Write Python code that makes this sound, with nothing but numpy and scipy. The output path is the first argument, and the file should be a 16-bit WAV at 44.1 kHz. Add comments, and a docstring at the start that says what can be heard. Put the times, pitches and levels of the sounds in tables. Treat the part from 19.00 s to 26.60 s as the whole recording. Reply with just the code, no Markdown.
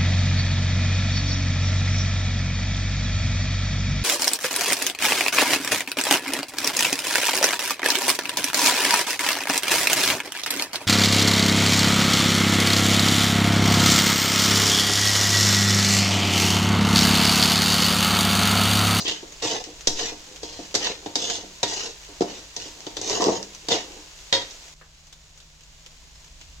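"""Stir-frying in a wok

A steel spatula turns fried egg and vegetables in a thin hammered wok in a small kitchen. Impacts excite
the modes of bowl and blade as a clank, stick-slip friction makes the blade judder along the metal, and
tossed food lands with a thud. At last the spatula is dropped into the wok and a jar is handled.
Bursts of steam sizzle faintly throughout, with an odd pop, over the burner's rumble and a low hum."""
import sys
import numpy as np
from scipy import signal
from scipy.fft import rfft, irfft
from scipy.io import wavfile

SR = 44100
rng = np.random.default_rng(int(sys.argv[2]) if len(sys.argv) > 2 else 0)


def persist_wave(psi):
    """Save psi, clipped to +-1, as 16-bit WAV."""
    counts = np.round(np.clip(psi, -1, 1) * 32767).astype(np.int16)
    wavfile.write(sys.argv[1], SR, np.atleast_2d(counts).T)


N = 335160
TIME = np.arange(N) / SR
RING_TIME = np.arange(SR // 2) / SR

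# pushes of the blade, each swelling up to its start:
# start_s, swell_s, length_s, judder_db, rasp_db, hiss_db, slope_db_per_s, edge_hz, edge_lift_db
STROKES = [(0.0, .02, 0.0064, -42, -47, -31, 3, 4430, 9),
           (0.087, 0.039, 0.0071, -40.5, -27.5, -35.5, -16, 3000, 22),
           (0.447, 0.033, 0.11, -31, -34.5, -32, 2, 3200, 5.5),
           (1.004, 0.062, 0.081, -35.5, -34, -32, -63, 1940, 2),
           (1.44, 0.028, 0.21, -51, -49, -45.5, -19, 2500, 5),
           (1.837, 0.041, 0.034, -34, -31, -33.5, 35, 2920, 3),
           (2.212, 0.077, 0.15, -39.5, -39, -34, 4, 3340, 12),
           (2.703, 0.054, 0.16, -38.5, -38.5, -34, -12.5, 3000, -1.5),
           (3.305, 0.04, 0.065, -49, -45.5, -46, -22, 2460, 3),
           (3.608, 0.028, 0.069, -50, -46, -41.5, -52, 2530, 4),
           (4.113, 0.11, 0.11, -29, -36.5, -30, -34, 1950, 4),
           (4.234, 0.038, 0.041, -21, -41, -31.5, -33, 2500, 5),
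           (4.331, 0.03, 0.022, -28, -41, -34, -68, 6600, 6),
           (4.718, 0.02, 0.02, -24, -25.5, -26, -80, 3500, 14)]
# blade strikes wok: start_s, tick_db, thud_db, contact_hz
STRIKES = [(0.05, -38, -39, 4400), (0.0797, -29, -36, 3660), (0.0951, -34, -49, 3300),
           (0.1112, -34.5, -41, 3300), (0.511, -35, -41, 5840), (0.4226, -36, -37.5, 3130),
           (0.449, -45, -31.5, 3400), (0.8715, -16, -27.5, 5550), (0.9909, -34.5, -38, 2880),
           (1.431, -36, -35, 4630), (1.7419, -29, -32, 4030), (1.7502, -19, -27.5, 4750),
           (2.0597, -42, -32, 2900), (2.155, -21, -31, 4900), (2.298, -30, -38, 3430),
           (2.6297, -21.5, -25.5, 3760), (3.5637, -29, -42, 6000), (3.8657, -39.5, -35, 3200),
           (3.9674, -32, -37.5, 3730), (3.988, -52, -40.5, 3400), (4.0133, -29.5, -41, 6440),
           (4.129, -35, -34, 4200), (4.6847, -26.5, -30.5, 4700), (4.716, -27, -31, 3170),
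           (5.508, -41, -63, 6000), (5.521, -52, -61, 6000)]
# tossed food falls back: start_s, thud_db
LANDINGS = [(0.2273, -39.5), (0.664, -44), (0.6825, -46.5), (1.119, -39), (1.5886, -35.5), (2.378, -43),
            (2.432, -42.5), (3.085, -46.5), (3.103, -57), (3.2071, -20), (3.218, -21), (3.655, -44),
            (4.198, -27.5), (4.2575, -28), (4.2673, -23), (4.282, -22), (4.293, -24.5), (4.9635, -47.5)]
# fat spits: start_s, level_db, pitch_hz
POPS = [(0.323, -40.5, 6450), (0.809, -38.5, 6290), (1.3603, -41, 2860), (4.5489, -38.5, 5820),
        (5.681, -47, 5950), (6.0693, -52.5, 6120), (6.127, -44.5, 3540), (6.3762, -49, 6470),
        (6.4018, -48.5, 3540), (6.608, -51, 2970), (6.6355, -51, 6730), (6.8623, -43, 3330),
        (7.156, -52, 5250), (7.2455, -50, 6490), (7.4133, -45, 2800)]
# hard crumbs crack: start_s, level_db
CRUMBS = [(0.4825, -34), (0.6405, -36), (3.622, -41), (3.8052, -44), (4.0977, -26.5), (4.2205, -27),
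          (4.2412, -23.5), (4.4285, -34.5)]
# loose food rolls down the wall: start_s, length_s, level_db
TUMBLES = [(1.28, 0.1, -51.5), (1.966, 0.068, -48.5), (3.754, 0.079, -51), (4.625, 0.043, -56),
           (4.853, 0.078, -47.5)]
# the dropped spatula bounces: start_s, gain_db
BOUNCES = [(5.3258, 0), (5.338, -5), (5.349, -8.5), (5.366, -11.5), (5.416, -18.5)]
# course of the burner's rumble: time_s, level_db
FLAME_LEVELS = [(0, -52.5), (5.9, -55), (6.6, -53), (7.6, -48)]
# partials of the hum: pitch_hz, level_db
HUM_PARTIALS = [(84, -69.5), (155.5, -64.5)]
# modes of the loaded bowl, its flexing rim, the spatula and a jar: pitch_hz, level_db, t60_s
BOWL_MODES = [(195, -13.5, 0.61), (303.3, -1.5, 0.38), (405, -3, 0.086), (453, -4, 0.075), (480.5, -8, 0.3),
              (604, -22, 0.14), (704, -1.5, 0.22), (803, -17, 0.39), (920, -7, 0.45)]
RIM_MODES = [(100, -6, 0.27), (158, 0.5, 0.029)]
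STEEL_MODES = [(541, -4, 0.22), (712, -16, 0.3), (963, -11.5, 0.33), (1890, -13.5, 0.43),
               (2030, -10.5, 0.4), (2934, -10, 0.17), (3260, -5.5, 0.33), (3697, 5.5, 0.14),
               (3755, -10.5, 0.28), (3920, -18, 0.34), (4330, -4, 0.25), (4710, -3.5, 0.22),
               (5200, -4, 0.26), (6130, -13, 0.36), (6400, -6, 0.26)]
JAR_MODES = [(463, -2, .25), (786, -6, .25), (1174, -10, .3), (1540, -5, .3), (1685, -2, .25)]
# spectra of a slip, frying, the flame, a blow, the flexing bowl and a tapped jar: frequency_hz, gain_db
SCRAPE_COLOUR = [(60, -22.5), (217, -12.5), (310, -6.5), (385, -2), (460, 3), (590, -9.5), (700, -1.5),
                 (810, -10.5), (935, -7.5), (1350, -20), (1700, -16), (1910, -11.5), (2270, -19.5),
                 (2900, -9), (3250, -16), (3750, -13.5), (4150, -13), (5300, -9), (6200, -7.5), (6800, -9),
                 (7300, -14.5), (8200, -21), (9130, -37.5), (16000, -41)]
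SIZZLE_COLOUR = [(150, -42), (250, -6), (557, -3), (607, -1), (674, -1), (761, -5.5), (938, -2), (1220, -6),
                 (2810, -2.5), (5160, -1.5), (6940, 1), (9170, -17), (16000, -24)]
FLAME_COLOUR = [(12, -41.5), (20, 2.5), (54, 2), (119, -15.5), (150, -12), (184, -20.5), (285, -25),
                (366, -36), (400, -45), (520, -58), (880, -120)]
BLOW_COLOUR = [(35, -16), (60, -9), (180, -9), (363, -13), (732, -12.5), (1010, -2), (1170, -10),
               (1950, -8), (3040, -9), (3760, -5.5), (4120, -7.5), (6430, -4), (8320, -18), (9130, -29),
               (16000, -39)]
THUD_COLOUR = [(47, -72), (80, -24), (221, -8.5), (290, -0.5), (462, 0.5), (701, -9), (833, -6),
               (941, -11.5), (1500, -22), (1950, -62), (3300, -120)]
TAP_COLOUR = [(200, -9), (450, -5), (1700, -3), (2300, -12), (8000, -36)]
# spread between the ears: frequency_hz, side_gain_db
STEREO_WIDTH = [(100, -16), (330, -16.5), (700, -3.5), (1300, -2), (4400, 0.5), (8000, -7.5), (14000, -12)]
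# bands of the bowl's lows, the mid clank and the bright top: low_hz, high_hz
BANDS = [(90, 1200), (1200, 4000), (4000, 16000)]


def undb(db):
    """Amplitude grows tenfold for every 20 dB."""
    return 10 ** (np.asarray(db) / 20)


def unit(x):
    """Normalisation to an rms of 1."""
    return x / np.sqrt(np.mean(x ** 2))


def add(out, start_s, sound):
    """Superposition: a sound joins the mix at start_s."""
    start = int(start_s * SR)
    out[:, start:start + sound.shape[1]] += sound[:, :N - start]


def excite(response, force):
    """Convolution: a linear body answers each instant of a force with its impulse response."""
    return signal.fftconvolve(response, force[None], axes=1)[:, :len(force)]


def colour(x, points, size=4096):
    """Minimum-phase filtering: folding the cepstrum gives a causal response with the given spectrum."""
    hz, db = np.transpose(points)
    bins_hz = np.arange(size // 2 + 1) * SR / size
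    gain = undb(np.interp(np.log(bins_hz + 1), np.log(hz), db))
    cepstrum = irfft(np.log(gain))
    cepstrum[1:size // 2] *= 2
    cepstrum[size // 2 + 1:] = 0
    response = irfft(np.exp(rfft(cepstrum)))
    return signal.fftconvolve(x, response[None], axes=1)[:, :x.shape[1]]


def resonance(x, hz, width_hz, db):
    """A second-order resonator lifts or lowers one band by db."""
    b, a = signal.iirpeak(hz, hz / width_hz, fs=SR)
    return x + (undb(db) - 1) * signal.lfilter(b, a, x)


def bands(x):
    """Band-pass filtering separates lows, mids and highs."""
    return [signal.sosfilt(signal.butter(4, edges, "band", fs=SR, output="sos"), x) for edges in BANDS]


def walk(rate_hz):
    """Interpolated noise wanders smoothly, with a spread near 1."""
    knots = rng.standard_normal(N // 40)
    return np.interp(TIME * rate_hz, np.arange(len(knots)), knots)


def clicks(per_s, scatter_db):
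    """A Poisson process: independent impulses, a few larger than the rest."""
    size = undb(scatter_db * np.minimum(rng.exponential(size=N), 4))
    return unit((rng.random(N) < per_s / SR) * size * rng.choice([-1, 1], N))


def modes(table, scatter_db, sustain=1, detune=0):
    """Damped normal modes, mid and side; grip and point of contact shift their strengths and pitches."""
    hz, db, t60 = np.transpose(table)[:, :, None]
    hz = hz * (1 + detune * rng.standard_normal(hz.shape))
    ring = np.exp((2j * np.pi * hz - np.log(1000) / (t60 * sustain)) * RING_TIME)
    weight = undb(db.T + scatter_db * rng.standard_normal((2, len(table))))
    phase = np.exp(2j * np.pi * rng.random(weight.shape))
    return unit(((weight * phase) @ ring).real)


def dense_modes(t60_s, room_db, room_t60_s):
    """Modal overlap: countless close modes decay as noise, followed by the kitchen's reverberation."""
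    fade = undb(-60 * RING_TIME / t60_s) + undb(room_db - 60 * RING_TIME / room_t60_s)
    return rng.standard_normal((2, len(RING_TIME))) * fade


def pressure(t, swell_s, length_s, slope_db_per_s, release_db_per_s=219):
    """Envelope of a contact force: a linear swell up to t = 0, a sloping hold, an exponential release."""
    held_db = slope_db_per_s * np.clip(t, 0, length_s)
    released_db = release_db_per_s * np.maximum(t - length_s, 0)
    return np.clip(1 + t / swell_s, 0, 1) * undb(held_db - released_db)


def slip_response(way, edge_hz, edge_lift_db, sag=0.03):
    """Resonances move with the contact (way, 0 to 1): the edge's sags and fades, a bright one arches."""
    wok = colour(dense_modes(t60_s=0.015, room_db=-17.5, room_t60_s=0.33), SCRAPE_COLOUR)
    wok = resonance(wok, edge_hz * (1 + sag * (.5 - way)), width_hz=450, db=edge_lift_db * (1 - way ** 3))
    wok = resonance(wok, 6000 + 600 * np.sin(np.pi * way), width_hz=470, db=3)
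    blade = modes(STEEL_MODES, scatter_db=3, sustain=.2, detune=.02)
    return bands(unit(wok) + undb(-19) * blade)


def crunch():
    """Brittle fracture: one hard crumb gives a dry snap under the edge."""
    snap = colour(dense_modes(t60_s=0.003, room_db=-17.5, room_t60_s=0.17), SCRAPE_COLOUR)
    return sum(bands(resonance(snap, 5600, width_hz=2000, db=4))[1:])


def scrapes(chatter_db=2, judder_lag_s=0.017, tail_s=0.19, spots=5):
    """Stick-slip friction over the dimples: coarse slips shake the bowl, fine ones hiss, crumbs crunch."""
    grip = undb(chatter_db * walk(rate_hz=110))
    coarse = grip * clicks(per_s=380, scatter_db=1.5)
    fine = grip * clicks(per_s=1800, scatter_db=2)
    rim = unit(excite(modes(RIM_MODES, scatter_db=1), coarse)) * undb(-54)
    ring = unit(excite(modes(BOWL_MODES, scatter_db=1.5), coarse)) * undb(-15)
    grit = unit(excite(crunch(), clicks(per_s=130, scatter_db=1))) * undb(-11)
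    out = np.zeros((2, N))
    for start_s, swell_s, length_s, judder_db, rasp_db, hiss_db, slope, edge_hz, lift_db in STROKES:
        on = (TIME > start_s - swell_s) & (TIME < start_s + length_s + tail_s)
        t = TIME[on] - start_s
        edge = pressure(t, swell_s, length_s, slope)
        bowl = pressure(t, swell_s, length_s + judder_lag_s, slope)
        judder, rasp, hiss = bowl * undb(judder_db), edge * undb(rasp_db), edge * undb(hiss_db)
        out[:, on] += bowl * rim[:, on] + judder * ring[:, on] + hiss * grit[:, on]
        # the blade travels past several spots, each with its own colour
        travel = (spots - 1) * np.cumsum(edge) / edge.sum()
        for spot in range(spots):
            nearness = np.sqrt(np.clip(1 - abs(travel - spot), 0, 1))
            responses = slip_response(spot / (spots - 1), edge_hz, lift_db)
            for response, slips, gain in zip(responses, (coarse, fine, fine), (judder, rasp, hiss)):
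                sound = excite(response[:, :len(t)], slips[on])
                out[:, on] += sound / np.std(sound[0]) * nearness * gain
    return out


def sizzle(fry_db=-47, lull_s=5.74, lull_db=-56.5, build_db_per_s=2, flicker_db=.7):
    """Shot noise: tiny steam bursts merge into a hiss; drying food crackles lower and more sparsely."""
    bursts = np.array([clicks(per_s=1200, scatter_db=0.5) for _ in range(2)])
    hiss = colour(bursts + rng.standard_normal((2, N)), SIZZLE_COLOUR)
    snap = colour(dense_modes(t60_s=0.029, room_db=-18, room_t60_s=0.18), SIZZLE_COLOUR)
    snap = resonance(snap, 2650, width_hz=460, db=11)
    crackle = excite(snap, clicks(per_s=60, scatter_db=3.5))
    # steady, then an abrupt lull from which it slowly builds
    level_db = np.where(TIME < lull_s, fry_db, lull_db + build_db_per_s * (TIME - lull_s))
    return (unit(hiss) + undb(-13) * unit(crackle)) * undb(level_db + flicker_db * walk(rate_hz=15))


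def burner():
    """Combustion noise: the flame gives a soft, low rumble."""
    time_s, level_db = np.transpose(FLAME_LEVELS)
    rumble = unit(colour(rng.standard_normal((2, N)), FLAME_COLOUR))
    return rumble * undb(np.interp(TIME, time_s, level_db))


def hum(waver=.006, side=0.38):
    """Slight frequency modulation: two faint low tones waver together in pitch."""
    clock_s = np.cumsum(1 + waver * walk(rate_hz=2)) / SR
    tone = sum(undb(db) * unit(np.sin(2 * np.pi * hz * clock_s)) for hz, db in HUM_PARTIALS)
    return np.array([tone, side * tone])


def flex(t60_s, modes_db=-8):
    """Damped flexure of the bowl: the food soon stops most of it, while a few modes linger."""
    thud = colour(dense_modes(t60_s, room_db=-14, room_t60_s=0.46), THUD_COLOUR)
    return unit(thud) + undb(modes_db) * modes(BOWL_MODES, scatter_db=0.5)


def impact(ring, thud, contact_hz, levels_db, contact_db=5, cushion_s=.0005):
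    """A brief force excites a wide spectrum; levels_db sets the attacks of thud, clank and tick."""
    crack = colour(dense_modes(t60_s=0.043, room_db=-10.5, room_t60_s=0.4), BLOW_COLOUR)
    crack = unit(resonance(crack, contact_hz, width_hz=350, db=contact_db))
    cushion = 1 - np.exp(-RING_TIME / cushion_s)  # food softens the contact
    low = bands(thud + ring)[0]
    _, clank, tick = bands((crack + ring) * cushion)
    attack_samples = (SR // 40, SR // 40, SR // 160)
    return sum(part * undb(db) / np.std(part[:, :attack], axis=1, keepdims=True)
               for part, db, attack in zip((low, clank, tick), levels_db, attack_samples))


def strikes(even_hz=2560, clank_db_per_octave=-14.5):
    """Impact excitation: the blade hits the wok and sets the rim flexing; the hand damps the steel."""
    out = np.zeros((2, N))
    for start_s, tick_db, thud_db, contact_hz in STRIKES:
        # the higher the contact's pitch, the less clank beside the tick
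        clank_db = tick_db + clank_db_per_octave * np.log2(contact_hz / even_hz)
        steel = undb(-8) * modes(STEEL_MODES, scatter_db=10, sustain=0.51, detune=0.0141)
        rim = undb(-16) * modes(RIM_MODES, scatter_db=4)
        thud = 0.71 * flex(t60_s=0.04, modes_db=-4)
        add(out, start_s, impact(steel + rim, thud, contact_hz, (thud_db, clank_db, tick_db)))
    return out


def landings(slap_hz=5200, slump_s=0.0034, light_db=-40, knock_hz=370, knock_t60_s=0.0064):
    """Inelastic collision: food thuds with a faint wet slap; light tosses slump, heavy ones knock."""
    out = np.zeros((2, N))
    knock = np.sin(2 * np.pi * knock_hz * RING_TIME) * undb(-60 * RING_TIME / knock_t60_s)
    knock = undb(2.5) * unit(colour(knock[None], THUD_COLOUR))
    for start_s, thud_db in LANDINGS:
        lightness = undb(light_db - thud_db)
        onset = 1 - np.exp(-RING_TIME / (slump_s * lightness))
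        ring = undb(-8.5) * modes(BOWL_MODES, scatter_db=3)
        thud = flex(t60_s=0.024 + 0.023 * min(lightness, 1))
        thud = resonance(thud, 890, width_hz=600, db=-4.5)
        thud += knock * max(1 - lightness, 0) ** 2
        levels_db = (thud_db, thud_db - 23, thud_db - 16)
        add(out, start_s, impact(ring * onset, thud * onset, slap_hz, levels_db))
    return out


def pops():
    """Sudden release of pressure: now and then a larger blister bursts and the fat spits."""
    out = np.zeros((2, N))
    for start_s, level_db, pitch_hz in POPS:
        burst = colour(dense_modes(t60_s=0.0026, room_db=-3.5, room_t60_s=0.092), SIZZLE_COLOUR)
        burst = resonance(burst, pitch_hz, width_hz=470, db=8)
        add(out, start_s, burst * undb(level_db) / np.std(burst[0, :SR // 160]))
    return out


def crumbs():
    """Fracture transients: the largest crumbs snap clearly above the scraping."""
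    out = np.zeros((2, N))
    for start_s, level_db in CRUMBS:
        snap = crunch()
        add(out, start_s, snap * undb(level_db) / np.std(snap[0, :SR // 160]))
    return out


def stand_heave(start_s=.872, rock_hz=6.2, rise_s=0.0077, decay_s=0.095):
    """Heavily damped oscillation: the stand gives one slow heave under the hardest blow."""
    out = np.zeros((2, N))
    envelope = (1 - np.exp(-RING_TIME / rise_s)) * np.exp(-RING_TIME / decay_s)
    heave = envelope * np.cos(2 * np.pi * rock_hz * RING_TIME)
    add(out, start_s, undb(-23) * np.array([heave, heave]))
    return out


def tumbles():
    """Random small impacts: loose pieces roll down the wall and patter softly on the bowl."""
    patter = unit(excite(flex(t60_s=0.021), clicks(per_s=170, scatter_db=3)))
    return patter * sum(pressure(TIME - start_s, 0.011, length_s, 0) * undb(level_db)
                        for start_s, length_s, level_db in TUMBLES)


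def spatula_drop(body_hz=800, contact_hz=3750):
    """Free vibration: the dropped spatula bounces and rings hollowly until the food damps it."""
    out = np.zeros((2, N))
    for start_s, gain_db in BOUNCES:
        steel = modes(STEEL_MODES, scatter_db=1, sustain=.74, detune=.003)
        steel = resonance(steel, body_hz, width_hz=300, db=4)
        rim = undb(-25) * modes(RIM_MODES, scatter_db=4)
        thud = 0.25 * resonance(flex(t60_s=0.022), body_hz, width_hz=500, db=4)  # no arm's weight
        bounce = impact(steel + rim, thud, contact_hz, levels_db=(-28, -23, -23), contact_db=3)
        add(out, start_s, bounce * undb(gain_db))
    return out


def jar_tap(start_s=5.813):
    """Modal ringing: a spice jar handled beside the stove answers one light tap."""
    out = np.zeros((2, N))
    tap = colour(dense_modes(t60_s=.05, room_db=-8, room_t60_s=.3), TAP_COLOUR)
    ring = modes(JAR_MODES, scatter_db=1, sustain=.8)
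    add(out, start_s, undb(-64) * (unit(tap) + .6 * ring))
    return out


def scene(right_lean=0.08, balance_db=0.1):
    """Sources superpose as mid and side: lows reach both ears alike, highs arrive from all around."""
    spatula = scrapes() + crumbs() + spatula_drop() + strikes()
    spatula[1] -= right_lean * sum(bands(spatula[0])[1:])  # the blade's bright sounds lean right
    food = landings() + tumbles() + sizzle() + pops()
    mix = spatula + food + stand_heave() + jar_tap() + burner() + hum()
    mid, side = mix[0], colour(mix[1:], STEREO_WIDTH)[0]
    return np.array([(mid + side) * undb(-balance_db), (mid - side) * undb(balance_db)])


def record(dry):
    """Clipping and band limiting: peaks are held at full scale, then a steep low-pass cuts the top."""
    top_hz = 15900
    return signal.sosfilt(signal.ellip(8, .2, 70, top_hz, fs=SR, output="sos"), np.clip(dry, -1, 1))


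dry = scene()
out = record(dry)
persist_wave(out)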